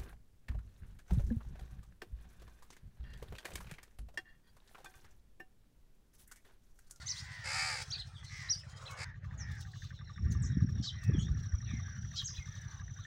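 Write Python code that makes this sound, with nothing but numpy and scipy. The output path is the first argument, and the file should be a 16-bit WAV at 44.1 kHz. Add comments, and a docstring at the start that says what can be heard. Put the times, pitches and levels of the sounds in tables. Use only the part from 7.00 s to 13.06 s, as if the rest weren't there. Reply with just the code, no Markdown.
"""Distant crows caw and small birds chirp over an engine's thump and clank; soon a crow caws close by.
After two seconds the scene jumps to a later moment, cutting a close caw short: gusts buffet the
microphone and a thin trill sets in. Rattling membrane pulses through resonances make the caws, gliding
sine tones the chirps, warbles and trills, filtered clicks and noise bursts the one-cylinder pump engine,
and shaped noise the wind, the open air, breathy hiss, a low growl, wing beats, scuffs and ticks."""
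import sys
import numpy as np
from scipy import signal
from scipy.fft import rfft, irfft, next_fast_len
from scipy.io import wavfile
from scipy.ndimage import uniform_filter1d

SR = 44100
rng = np.random.default_rng(int(sys.argv[2]) if len(sys.argv) > 2 else 0)


def transcribe(signal):
    """Save signal, clipped to [-1, 1], as a 16-bit WAV file at the path in sys.argv[1]."""
    frames = np.atleast_2d(signal).T
    limited = np.clip(frames, -1, 1)
    pcm = np.round(limited * 32767).astype(np.int16)
    wavfile.write(sys.argv[1], SR, pcm)


N = 267246
T = np.arange(N) / SR   # seconds
JUMP_S = 2.044   # the later moment begins
BIRD_T60_S = .17   # the scattered tail of the small birds falls by 60 dB in this time
NEAR_TREMOR, FAR_TREMOR = .015, .03   # random pitch wander of near and far chirps, as a share of the pitch


def from_db(db):
    """Amplitude gain is ten to the power of a twentieth of the decibels."""
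    return 10 ** (np.asarray(db) / 20)


def rms_one(x):
    """Normalization: dividing by the root mean square gives unit power."""
    return x / np.sqrt(np.mean(x ** 2) + 1e-20)


def along(rows, t):
    """Linear interpolation: the columns of a curve table at times t."""
    s, *columns = np.transpose(rows)
    return [np.interp(t, s, c) for c in columns]


def span(start, end):
    """Sampling: the indices between two times in seconds."""
    return np.arange(max(int(start * SR), 0), min(int(end * SR), N))


def colour(x, points):
    """Spectral shaping: multiply the spectrum by a curve of (Hz, dB) points, then set unit power."""
    size = next_fast_len(len(x) + 2048)
    hz, db = np.transpose(points)
    f = np.arange(size // 2 + 1) * SR / size + 1
    skirts = np.minimum(f / hz[0], 1) ** 2 * np.minimum(hz[-1] / f, 1) ** 2   # 12 dB an octave
    curve = from_db(np.interp(np.log(f), np.log(hz), db))
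    shaped = irfft(rfft(x, size) * skirts * curve, size)
    return rms_one(shaped[:len(x)])


def drift(t, rate):
    """Band-limited randomness: straight lines join about rate random values a second."""
    knots = rng.standard_normal(int((t[-1] - t[0]) * rate) + 2)
    return np.interp((t - t[0]) * rate, np.arange(len(knots)), knots)


def resonate(x, hz, width_hz):
    """Resonance: a pole pair rings near hz with about unit gain at its peak."""
    r = np.exp(-np.pi * width_hz / SR)
    zeros = np.array([1, 0, -1]) * (1 - r * r) / 2
    poles = [1, -2 * r * np.cos(2 * np.pi * hz / SR), r * r]
    return signal.lfilter(zeros, poles, x + 1e-18)


def delayed(x, s):
    """Propagation delay: the same sound s seconds later."""
    return np.interp(T - s, T, x, left=0)


def fade(t, edge_s):
    """Windowing: smooth edges of edge_s open and close a sound."""
    return np.sin(np.pi / 2 * np.clip(np.minimum(t - t[0], t[-1] - t) / edge_s, 0, 1)) ** 2


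def effort(t, peak_share):
    """Breath effort: an arch from 0 to 1 and back, highest at peak_share of the way."""
    peak_s = t[0] + np.clip(peak_share, .05, .95) * (t[-1] - t[0])
    u = np.interp(t, [t[0], peak_s, t[-1]], [-1, 0, 1])
    return 1 - u ** 2


def syrinx(t, pitch_hz, jitter, rasp, rattle_db, lurch):
    """Subharmonics: membrane pulses lurch and swell in a five-cycle rattle, with turbulence in each opening."""
    cycles = np.cumsum(pitch_hz * (1 + jitter * drift(t, 150))) / SR
    turn = 2 * np.pi * cycles / 5
    cycles = cycles + np.clip(lurch, 0, .7) * np.sin(turn + drift(t, 6))
    pulses = rms_one(np.diff(np.floor(cycles), prepend=np.floor(cycles[0])))
    opening = 1 + np.cos(2 * np.pi * cycles)
    turbulence = rms_one(rng.standard_normal(len(t)) * opening)
    rattle = from_db(rattle_db * (np.cos(turn) + 0.2 * drift(t, 200)))
    return (pulses + rasp * turbulence) * rattle


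def whistle(t, hz, tremor=.014, flicker_db=2.06):
    """Frequency modulation: a sine follows hz with a slight tremor while its level flickers."""
    turns = np.cumsum(hz * (1 + tremor * drift(t, 700))) / SR
    flicker = from_db(flicker_db * drift(t, 400))
    return np.sqrt(2) * np.sin(2 * np.pi * turns) * flicker * fade(t, 0.00067)


def outdoors(x, wet_db, t60):
    """Diffuse scattering: trees and banks return a short, exponentially dying tail."""
    t = T[:SR // 2]
    tail = rng.standard_normal(len(t)) * from_db(-60 * t / t60) * (t > .006)
    return x + from_db(wet_db) * signal.fftconvolve(x, tail / np.linalg.norm(tail))[:N]


def mottled(x, depth_db):
    """Random amplitude modulation: each narrow band swells and sinks several times a second."""
    _, _, bands = signal.stft(x, SR, nperseg=1024)
    swell = uniform_filter1d(rng.standard_normal(bands.shape), size=7, axis=1)   # smooth in time
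    swell = uniform_filter1d(swell, size=4, axis=0)   # and across neighbouring bands
    return signal.istft(bands * from_db(depth_db * rms_one(swell)), SR)[1][:N]


def far_crows(sag=.24, beak_sag=.1, early_overtone_db=-3, late_overtone_db=-13):
    """Source and filter: distant caws keep mostly the beak resonance; pitch and beak sag toward the end."""
    # Distant caws. Each row: start in seconds, length in seconds, top pitch before the sag in Hz,
    # beak resonance midway through its sag in Hz, relative level in dB.
    distant_caws = [(.0, 0.45, 486, 1940, -60), (0.222, 0.35, 493.8, 1780, -54.5),
                    (1.272, 0.27, 397.6, 1950, -53), (1.962, 0.19, 501, 1760, -57.5),
                    (1.997, 0.15, 335, 1010, -68), (2.247, 0.13, 251.5, 955, -69),
                    (2.356, 0.29, 449.3, 1756, -56.5), (2.42, 0.4, 412, 820, -72),
                    (3.198, 0.33, 445.7, 1720, -63), (3.417, 0.26, 460.4, 1720, -61.5),
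                    (3.885, 0.34, 469, 1790, -59), (4.303, 0.3, 413.6, 1520, -65.5),
                    (4.648, .19, 566.6, 1950, -58.5), (4.812, .22, 398, 1620, -58.5),
                    (5.164, 0.12, 440, 1730, -70), (5.44, 0.39, 432, 1680, -62),
                    (5.653, 0.19, 293.5, 1080, -65), (5.938, 0.14, 360.6, 1443, -65.5)]
    overtone_colour = [(700, -8.5), (1000, 8.5), (3200, 6.0), (4000, 2.5), (5200, 5), (7500, -14.5)]   # Hz, dB
    out = np.zeros(N)
    for start, length, pitch_hz, beak_hz, db in distant_caws:
        i = span(start, start + length)
        u = (T[i] - start) / length
        sagging_hz = pitch_hz * (1 - sag * (u - .15) ** 2)
        voice = syrinx(T[i], sagging_hz, jitter=.01, rasp=.12, rattle_db=2.8, lurch=.05)
        beak = rms_one(resonate(resonate(voice, beak_hz, 430), beak_hz, 560))
        overtones = colour(voice, overtone_colour)
        overtone_db = early_overtone_db if start + length < JUMP_S else late_overtone_db
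        # a slowing pace lowers pitch and resonance together
        pace = 1 - beak_sag * (u ** 2 - np.mean(u ** 2))
        caw = np.interp(np.cumsum(pace), np.arange(len(i)), beak + from_db(overtone_db) * overtones)
        out[i] += caw * from_db(db) * fade(T[i], 0.26 * length)
    return out


def firings(offset_s, spread_db):
    """Periodic excitation: one click each engine cycle, offset_s from the firing, of varying strength."""
    cycle_s, early_firing_s, late_firing_s = .085, .048, 2.083   # one firing falls on each of the two times
    cycles = (T - np.where(T < JUMP_S, early_firing_s, late_firing_s) - offset_s) / cycle_s
    return (np.diff(cycles % 1, prepend=0) < -.5) * from_db(spread_db * drift(T, 31))


def engine(early_db=-51.5, late_db=-48, rumble_db=-56, late_rumble_db=-52, early_clank_db=-6):
    """Filtered impulses: dull exhaust beats over their own rumble, and ringing clanks in every cycle."""
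    # Exhaust beat and the lesser puffs round it. Each row: seconds from firing, relative level in dB.
    thumps = [(-.022, 0), (-.01, -9.5), (0, 2.5), (.009, -1), (.021, -13.5)]
    # Clanks of the engine. Each row: seconds from firing, resonance in Hz, width in Hz, relative level in dB.
    clanks = [(-.029, 1602, 130, -70), (-.029, 1814, 130, -69), (-.011, 1700, 300, -70),
              (-.008, 1178, 90, -70)]
    rumble_colour = [(20, -32), (35, -11.5), (55, 1.5), (95, -2), (150, -7.5), (210, -32.0), (330, -31.0)]   # Hz, dB
    early = T < JUMP_S
    beats = sum(from_db(db) * firings(s, 2.8) for s, db in thumps)
    beats = signal.sosfilt(signal.butter(2, [62, 165], "band", fs=SR, output="sos"), beats)
    beats = rms_one(signal.sosfilt(signal.butter(6, 165, fs=SR, output="sos"), beats))
    rumble = colour(rng.standard_normal(N), rumble_colour)
    out = beats * from_db(np.where(early, early_db, late_db))
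    out += rumble * from_db(np.where(early, rumble_db, late_rumble_db))
    for offset_s, hz, width_hz, db in clanks:
        # each click starts a noise burst with an 8.3 ms decay
        burst = signal.lfilter([1], [1, -np.exp(-1 / (0.0083 * SR))], firings(offset_s, 3.3) + 1e-18)
        chatter = burst * rng.standard_normal(N)
        clank = resonate(resonate(chatter, hz, width_hz), hz, 3 * width_hz)
        out += rms_one(clank) * from_db(db + np.where(early, early_clank_db, 0))
    return out


def air(early_murmur_db=0.5, late_murmur_db=3.0, early_hiss_db=5.0, late_hiss_db=0.0):
    """Broadband noise: the far murmur of the countryside and a hiss of leaves, both unsteady."""
    # Open air before the jump, in two stretches, and after it.
    # Each row: time in seconds, relative murmur level in dB, relative hiss level in dB.
    early_levels = [
        [(0.0, -65.5, -62), (0.182, -62, -62), (0.4, -64.5, -69.5)],
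        [(0.88, -60, -63), (1.074, -69, -73.5), (1.686, -68, -70.5), (1.91, -63.5, -70), (2.03, -54.5, -66.5)],
    ]
    late_levels = [(2.08, -78.5, -79.5), (2.38, -70.5, -76), (2.71, -78.5, -65.5), (3.37, -74.5, -79.5),
                   (4.16, -72, -72.5), (4.68, -75, -74), (5.22, -75.5, -66), (5.65, -72.5, -69),
                   (6.06, -78.5, -71)]
    # Spectra of the murmur and of the hiss before and after the jump. Each row: frequency in Hz, level in dB.
    murmur_colour = [(250, -13), (500, 2), (800, 7), (1000, 2), (1300, 8), (1900, 7), (2700, -3.5),
                     (4000, -14.5)]
    early_hiss_colour = [(1500, -21), (3000, 3.5), (4500, 9.5), (6000, 6), (7500, 2.5), (9500, -4.5),
                         (12500, -27), (14000, -19.5), (15500, -11.5)]
    late_hiss_colour = [(1500, -27.5), (2800, 1.5), (3700, 10.5), (4700, 1), (6200, 6.5), (7500, -5),
                        (9500, -19.5), (13500, -22), (15300, -10.5)]
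    murmur, hiss = along(np.vstack([*early_levels, late_levels]), T)
    early = colour(rng.standard_normal(N), early_hiss_colour) * from_db(early_hiss_db)
    late = colour(rng.standard_normal(N), late_hiss_colour) * from_db(late_hiss_db)
    leaves = np.where(T < JUMP_S, early, late) * from_db(hiss + 4.9 * drift(T, 40))
    murmur_db = murmur + np.where(T < JUMP_S, early_murmur_db, late_murmur_db)
    far = colour(rng.standard_normal(N), murmur_colour) * from_db(murmur_db + 2.8 * drift(T, 25))
    return mottled(leaves + far, depth_db=4.0)


def chirps(near_wet_db=-7.0, far_wet_db=0.0, far_loss_db=-3.0):
    """Gliding tones: chirps bend through three pitches, loudest in the middle; faint ones echo most."""
    # Whistled chirps. Each row: middle in seconds, length in seconds, start, middle and end pitch in Hz,
    # relative level in dB, second voice as a multiple of the pitch or 0 for none.
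    chirp_rows = [(0.075, 0.028, 6070, 6320, 7360, -41.5, 0), (0.104, 0.05, 3470, 6050, 3720, -36.5, 0),
                  (0.188, 0.065, 3170, 4600, 5570, -48, 0), (.39, 0.037, 3750, 3200, 2750, -63, 0),
                  (0.912, 0.017, 5200, 5860, 6940, -42.5, 0), (0.933, 0.04, 3080, 4740, 3550, -38, 0),
                  (0.947, 0.032, 3590, 2546, 2640, -53, 0), (0.961, 0.017, 2940, 4480, 3200, -42, 0),
                  (1.003, 0.047, 3220, 4210, 2850, -44.5, 0), (1.175, 0.068, 3900, 3260, 3530, -56.5, 0),
                  (1.273, 0.043, 3570, 4320, 3450, -55, 0), (1.493, .016, 3830, 4070, 4500, -45, 0),
                  (1.512, .034, 4920, 5870, 4880, -30, 0), (1.534, 0.019, 5150, 4690, 4670, -36.5, 0),
                  (1.593, 0.071, 5130, 5150, 5260, -52.5, 0), (1.615, .08, 3800, 2800, 2430, -68, 0),
                  (1.87, .032, 3000, 4140, 2550, -48.5, 0), (1.888, .024, 2650, 2610, 2500, -52.5, 0),
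                  (1.925, 0.053, 2165, 2214, 2200, -54.5, 0), (2.412, 0.071, 6820, 5760, 5110, -51.5, 1.14),
                  (2.847, .045, 2040, 2950, 4200, -68, 0), (2.973, .07, 4150, 3845, 3550, -61, 0),
                  (3.08, 0.066, 4250, 3940, 3710, -62, 0), (3.15, .04, 3950, 3670, 3460, -63.5, 0),
                  (3.319, 0.031, 7100, 6350, 5930, -51.5, 0), (3.438, 0.038, 8200, 6360, 4900, -49, 0),
                  (3.464, .032, 8100, 6430, 5550, -51, 0), (3.856, 0.02, 4170, 4400, 4400, -45, 0),
                  (3.885, 0.037, 4020, 3790, 2990, -39.5, 0), (3.91, .02, 3120, 3090, 3200, -48.5, 0),
                  (4.075, 0.17, 2750, 2550, 2400, -63.5, 0), (4.152, 0.038, 3440, 3320, 3170, -54.5, 0),
                  (4.211, 0.069, 5770, 6860, 5430, -54.5, 1.2), (4.44, .034, 4300, 3930, 3640, -64, 0),
                  (4.699, 0.033, 3920, 3620, 3180, -56, 0), (4.72, .14, 2900, 2300, 2030, -59.5, 0),
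                  (5.19, .042, 3944, 3970, 3450, -41, 0), (5.2, 0.061, 3260, 3280, 2964, -44.5, 0),
                  (5.263, 0.042, 6100, 6480, 4850, -39.5, 1.15), (5.37, 0.042, 2780, 4050, 2450, -53.5, 0),
                  (5.387, 0.019, 2500, 2500, 2440, -54, 0), (5.426, 0.06, 2180, 2093, 2110, -53, 0)]
    edge_db, second_voice_db = -12.5, -14
    ease = .5   # how far the glide levels off at both ends, 0 to 1
    far_below_db = -54.5   # fainter chirps count as distant
    near, far = np.zeros((2, N))
    for s, length, start_hz, middle_hz, end_hz, db, second in chirp_rows:
        i = span(s - length / 2, s + length / 2)
        u = np.linspace(-1, 1, len(i))
        bend = u + ease * (np.sin(np.pi / 2 * u) - u)
        parabola = np.polyfit([-1, 0, 1], [start_hz, middle_hz, end_hz], 2)
        hz = np.polyval(parabola, bend)
        distant = db < far_below_db
        voice = whistle(T[i], hz, FAR_TREMOR if distant else NEAR_TREMOR)
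        if second:
            voice = voice + from_db(second_voice_db) * whistle(T[i], second * hz)
        layer = far if distant else near
        layer[i] += voice * from_db(db + edge_db * u ** 2)
    near = outdoors(near, near_wet_db, BIRD_T60_S)
    far = outdoors(far + far_birds(), far_wet_db, BIRD_T60_S)
    return near + from_db(far_loss_db) * far


def near_crow():
    """Source, filter and comb: hoarse arching caws; rough ground smears each pulse, its bounce combs."""
    # Close caws. Each row: start in seconds, length in seconds, top pitch in Hz, relative level in dB.
    close_caws = [(.425, .425, 389.6, -36), (1.958, .36, 409.7, -41)]
    # Throat and beak of a close crow. Each row: frequency in Hz, level in dB.
    throat = [(350, -47), (600, -20.5), (780, -1), (1060, -11.5), (1350, -2), (1850, -2), (2200, 1),
              (2650, -9), (3200, -17.5), (4100, -10.5), (4900, -0.5), (5900, -15), (7500, -10.5),
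              (10000, -21.5), (13000, -42.5)]
    # a caw swells quickly and ebbs slowly; pitch and level follow this effort
    peak_share, pitch_drop, level_drop_db, edge_s = .42, .32, 10, 0.034
    gullet_hz, gullet_width_hz, gullet_db = 545, 180, -13   # low resonance while the beak is nearly shut
    beak_hz, beak_width_hz, beak_open_db = 2350, 170, 0.5   # this resonance grows as the beak opens
    out = np.zeros(N)
    t = T[:int(.012 * SR)]
    for start, length, top_hz, db in close_caws:
        i = span(start, start + length)
        slack = 1 - effort(T[i], peak_share)
        pitch_hz = top_hz * (1 - pitch_drop * slack)
        voice = syrinx(T[i], pitch_hz, jitter=.011, rasp=.22, rattle_db=3.3, lurch=.55)
        scatter = rng.standard_normal(len(t)) * fade(t, .004)
        smear = irfft(np.exp(1j * np.angle(rfft(scatter))))   # delays each frequency differently, colours none
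        voice = signal.fftconvolve(voice, smear, "same")
        gullet = resonate(voice, gullet_hz, gullet_width_hz)
        gullet = rms_one(resonate(gullet, gullet_hz, gullet_width_hz))
        voice = colour(voice, throat) + from_db(gullet_db) * slack * gullet
        beak = resonate(voice, beak_hz, beak_width_hz)
        voice = voice + from_db(beak_open_db) * (1 - slack) ** 3 * beak
        out[i] += voice * from_db(db - level_drop_db * slack) * fade(T[i], edge_s)
    out = .85 * out + .4 * delayed(out, .0023)   # the bounce arrives 2.3 ms later
    return outdoors(out, wet_db=-15, t60=.2)


def swishes_and_ticks(tick_db=-10, tick_s=0.009):
    """Noise bursts: resonant grainy noise for hiss, growl, wings and scuffs; exponential decay for dry ticks."""
    # Breathy hiss over a distant caw, a low growl, and wing beats and scuffs.
    # Each row: middle in seconds, length in seconds, resonance in Hz, relative level in dB.
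    swishes = [(1.398, 0.38, 5500, -58.5), (1.821, 0.16, 1200, -58.5), (1.87, .34, 508, -65.5),
               (1.923, 0.096, 1140, -53), (1.932, 0.045, 6740, -63), (2.604, 0.12, 5500, -61.5),
               (2.734, 0.086, 4170, -67), (2.85, 0.085, 4070, -61)]
    # Dry ticks of grit and twigs. Each row: time of peak in seconds, relative level in dB.
    tick_rows = [(1.912, -42.5), (2.5182, -50), (2.5536, -55), (2.61, -43), (2.7194, -58), (2.7744, -58),
                 (2.8444, -56), (3.3225, -42.5), (4.039, -44), (4.4346, -58), (5.6145, -56)]
    # Spectrum of the ticks. Each row: frequency in Hz, level in dB.
    tick_colour = [(1500, -19.5), (4000, 3.5), (7500, 3), (10000, -4.5), (13000, -15.5), (15500, -3.5)]
    tick_rise_s = 0.0045
    out, ticks = np.zeros(N), np.zeros(N)
    for s, length, hz, db in swishes:
        i = span(s - length / 2, s + length / 2)
        grains = rng.standard_normal(len(i)) * from_db(3.1 * drift(T[i], 610))
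        burst = rms_one(resonate(resonate(grains, hz, 0.2 * hz), hz, 0.45 * hz))
        out[i] += burst * from_db(db) * fade(T[i], 0.37 * length)
    for s, db in tick_rows:
        i = span(s - .02, s + 0.035)
        ticks[i] += from_db(db + tick_db) * np.exp(np.minimum((T[i] - s) / tick_rise_s, (s - T[i]) / tick_s))
    return out + ticks * colour(rng.standard_normal(N), tick_colour)


def wind(gust_db=0.5, calm_db=-48, flutter_db=-17):
    """Turbulent pressure: eddies make lumpy bass that brightens in strong gusts, and single buffets."""
    # Wind on the microphone: a light puff, long gusts and their aftermath.
    # Each row: time in seconds, relative level in dB before the calm power is taken off.
    gusts = [(2.1, -50.0), (2.5, -42), (2.8, -52), (3.15, -48.5), (3.25, -32), (3.5, -35.5), (3.66, -34.5),
             (3.82, -36.5), (3.88, -49), (3.95, -41.5), (4.02, -49), (4.09, -29.5), (4.22, -35),
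             (4.38, -36.5), (4.5, -44), (4.76, -38.5), (4.95, -46), (5.07, -41), (5.16, -48.0),
             (6.06, -47.5)]
    # Spectrum of the eddies. Each row: frequency in Hz, level in dB.
    wind_colour = [(20, -25), (40, -21), (65, 5.5), (110, 4), (160, -5.5), (220, -12.5), (320, -38.5),
                   (500, -66), (900, -78.5)]
    # Single buffets. Each row: time in seconds, relative level in dB, frequency in Hz.
    buffets = [(3.261, -20, 85), (3.415, -23, 128), (3.529, -26.5, 129), (3.573, -21.5, 196.6),
               (3.627, -17, 131), (3.647, -23, 184), (3.801, -30, 194), (4.095, -20, 131),
               (4.098, -31, 344), (4.15, -26, 252), (4.186, -18, 135), (4.314, -19.5, 80),
               (4.543, -21, 73.6), (4.738, -26.5, 176), (5.389, -29.5, 74.6)]
    flutter_colour = [(130, -33), (230, 9.5), (350, 0.5), (520, -14.0), (900, -49.5)]   # Hz, dB
    level, = along(gusts, T)
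    gust_power = np.maximum(from_db(level) ** 2 - from_db(calm_db) ** 2, 0)
    strength = np.sqrt(gust_power) * (T > JUMP_S)
    eddies = colour(rng.standard_normal(N), wind_colour)
    eddies /= np.sqrt(uniform_filter1d(eddies ** 2, size=3500))   # even out the level over 79 ms
    flutter = colour(rng.standard_normal(N), flutter_colour) * from_db(4.2 * drift(T, 45))
    brightness = from_db(flutter_db) * strength / strength.max()
    out = strength * (from_db(gust_db) * eddies + brightness * flutter)
    for s, db, hz in buffets:
        i = span(s - .04, s + .04)
        turns = (T[i] - s) * hz
        out[i] -= from_db(db) * np.sin(2 * np.pi * turns) * np.exp(-(turns / 0.62) ** 2)
    return signal.sosfilt(signal.butter(2, 28, "high", fs=SR, output="sos"), out)


def trills():
    """Repeated frequency sweeps: each pulse of a trill swells and dies while it sweeps downward."""
    # Runs of short sweeps that creep up in pitch. 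Each row: mid-sweep pitch at the start and at the end in Hz,
    # relative level in dB, swell in seconds, fade in seconds.
    trill_rows = [(5520, 5970, -57, 1, 0.029), (5730, 6080, -55.5, 0.054, 1)]
    # Pace, one list for each trill. Each row: time in seconds, sweeps per second.
    paces = [
        [(2.815, 34), (3.8, 34), (4.5, 33.4), (5.2, 31.6), (6.07, 30.6)],
        [(4.4, 32), (6.07, 32)],
    ]
    edge_db = -14   # added level at the start and the end
    out = np.zeros(N)
    for (start_hz, end_hz, db, swell_s, fade_s), pace in zip(trill_rows, paces):
        start, end = pace[0][0], pace[-1][0]
        i = span(start, end)
        rate, = along(pace, T[i])
        u = (np.cumsum(rate) / SR + .5) % 1 - .5   # place within the sweep, 0 at its loudest
        sweep_hz = np.linspace(start_hz, end_hz, len(i)) - 1150 * u - 900 * u ** 2
        tone = np.sqrt(2) * np.sin(2 * np.pi * np.cumsum(sweep_hz) / SR)
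        slack = 1 - np.clip(np.minimum((T[i] - start) / swell_s, (end - T[i]) / fade_s), 0, 1)
        gain = from_db(db + edge_db * slack ** 2 + drift(T[i], 27))
        out[i] += tone * np.exp(-(u / 0.2) ** 2) * gain
    return out


def far_birds(spread_db=3.0, pitch_spread=0.044):
    """Random frequency modulation: faint sparrow-like chirps waver and slide down at uneven intervals."""
    from_s, gap_s, length_s = 3.5, 0.26, 0.07   # gap and length are typical values
    middle_hz, slide, level_db = 3740, 0.14, -67.5   # typical pitch, share of pitch lost, relative level
    out = np.zeros(N)
    quirks = np.clip(rng.standard_normal((13, 4)), -2, 2)   # one row for each chirp
    for k, (lag, size, pitch, strength) in enumerate(quirks):
        start = min(from_s + gap_s * (k + lag / 4), T[-1] - length_s)
        i = span(start, start + length_s * np.exp(size / 4))
        descent = slide * np.linspace(-.5, .5, len(i))
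        glide = 1 + pitch_spread * pitch - descent + .04 * drift(T[i], 250)
        voice = whistle(T[i], middle_hz * glide, FAR_TREMOR)
        out[i] += voice * from_db(level_db + spread_db * strength) * effort(T[i], 0.54)
    return out


def squawks():
    """Source and filter: short harsh calls of small birds; pitch and level follow one push of effort."""
    # Harsh squawks. Each row: start in seconds, length in seconds, top pitch in Hz, relative level in dB.
    squawk_rows = [(3.819, .085, 643, -44.5), (5.152, 0.056, 649, -42.5)]
    # Spectrum of the squawks. Each row: frequency in Hz, level in dB.
    squawk_colour = [(2300, -50), (3100, 1), (4000, 2.5), (5100, 7), (6300, -1), (7700, -11.5),
                     (9000, -32.5), (11000, -52)]
    peak_share, pitch_drop, level_drop_db = .33, .1, 14
    out = np.zeros(N)
    for start, length, top_hz, db in squawk_rows:
        i = span(start, start + length)
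        slack = 1 - effort(T[i], peak_share)
        pitch_hz = top_hz * (1 - pitch_drop * slack)
        voice = syrinx(T[i], pitch_hz, jitter=0.06, rasp=0.23, rattle_db=0.5, lurch=0.012)
        out[i] += colour(voice, squawk_colour) * from_db(db - level_drop_db * slack) * fade(T[i], 0.0097)
    return out


def warbles():
    """Periodic frequency modulation: whistles swing quickly up and down while they fade."""
    # Fast warbles. Each row: start in seconds, length in seconds, start and end pitch in Hz,
    # swing at the start in Hz (it halves by the end), relative level at the start in dB.
    warble_rows = [(4.19, .11, 3060, 3850, 170, -50.5), (5.279, 0.098, 5850, 5320, 866, -45)]
    swings_per_s, loss_db = 65, 17
    out = np.zeros(N)
    for start, length, start_hz, end_hz, swing_hz, db in warble_rows:
        i = span(start, start + length)
        u = np.linspace(0, 1, len(i))
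        swing = swing_hz * (1 - u / 2) * np.cos(2 * np.pi * swings_per_s * (T[i] - start))
        hz = start_hz + (end_hz - start_hz) * u - swing
        out[i] += whistle(T[i], hz) * from_db(db - loss_db * u)
    return out


def scene():
    """Superposition: all sources add at one microphone; the jump cuts off the near crow."""
    crows = near_crow() * (T < JUMP_S) + outdoors(far_crows(), wet_db=-9, t60=0.14)
    birds = chirps()
    birds += outdoors(warbles() + squawks(), wet_db=-7.0, t60=BIRD_T60_S)
    birds += outdoors(trills(), wet_db=-9.5, t60=BIRD_T60_S)
    return (crows + birds + engine() + wind() + air() + swishes_and_ticks())[None]


def record(dry):
    """Band limiting: a steep elliptic low-pass removes the top above 15.8 kHz."""
    return signal.sosfilt(signal.ellip(10, .2, 70, 15800, fs=SR, output="sos"), dry)


dry = scene()
out = record(dry)
transcribe(out)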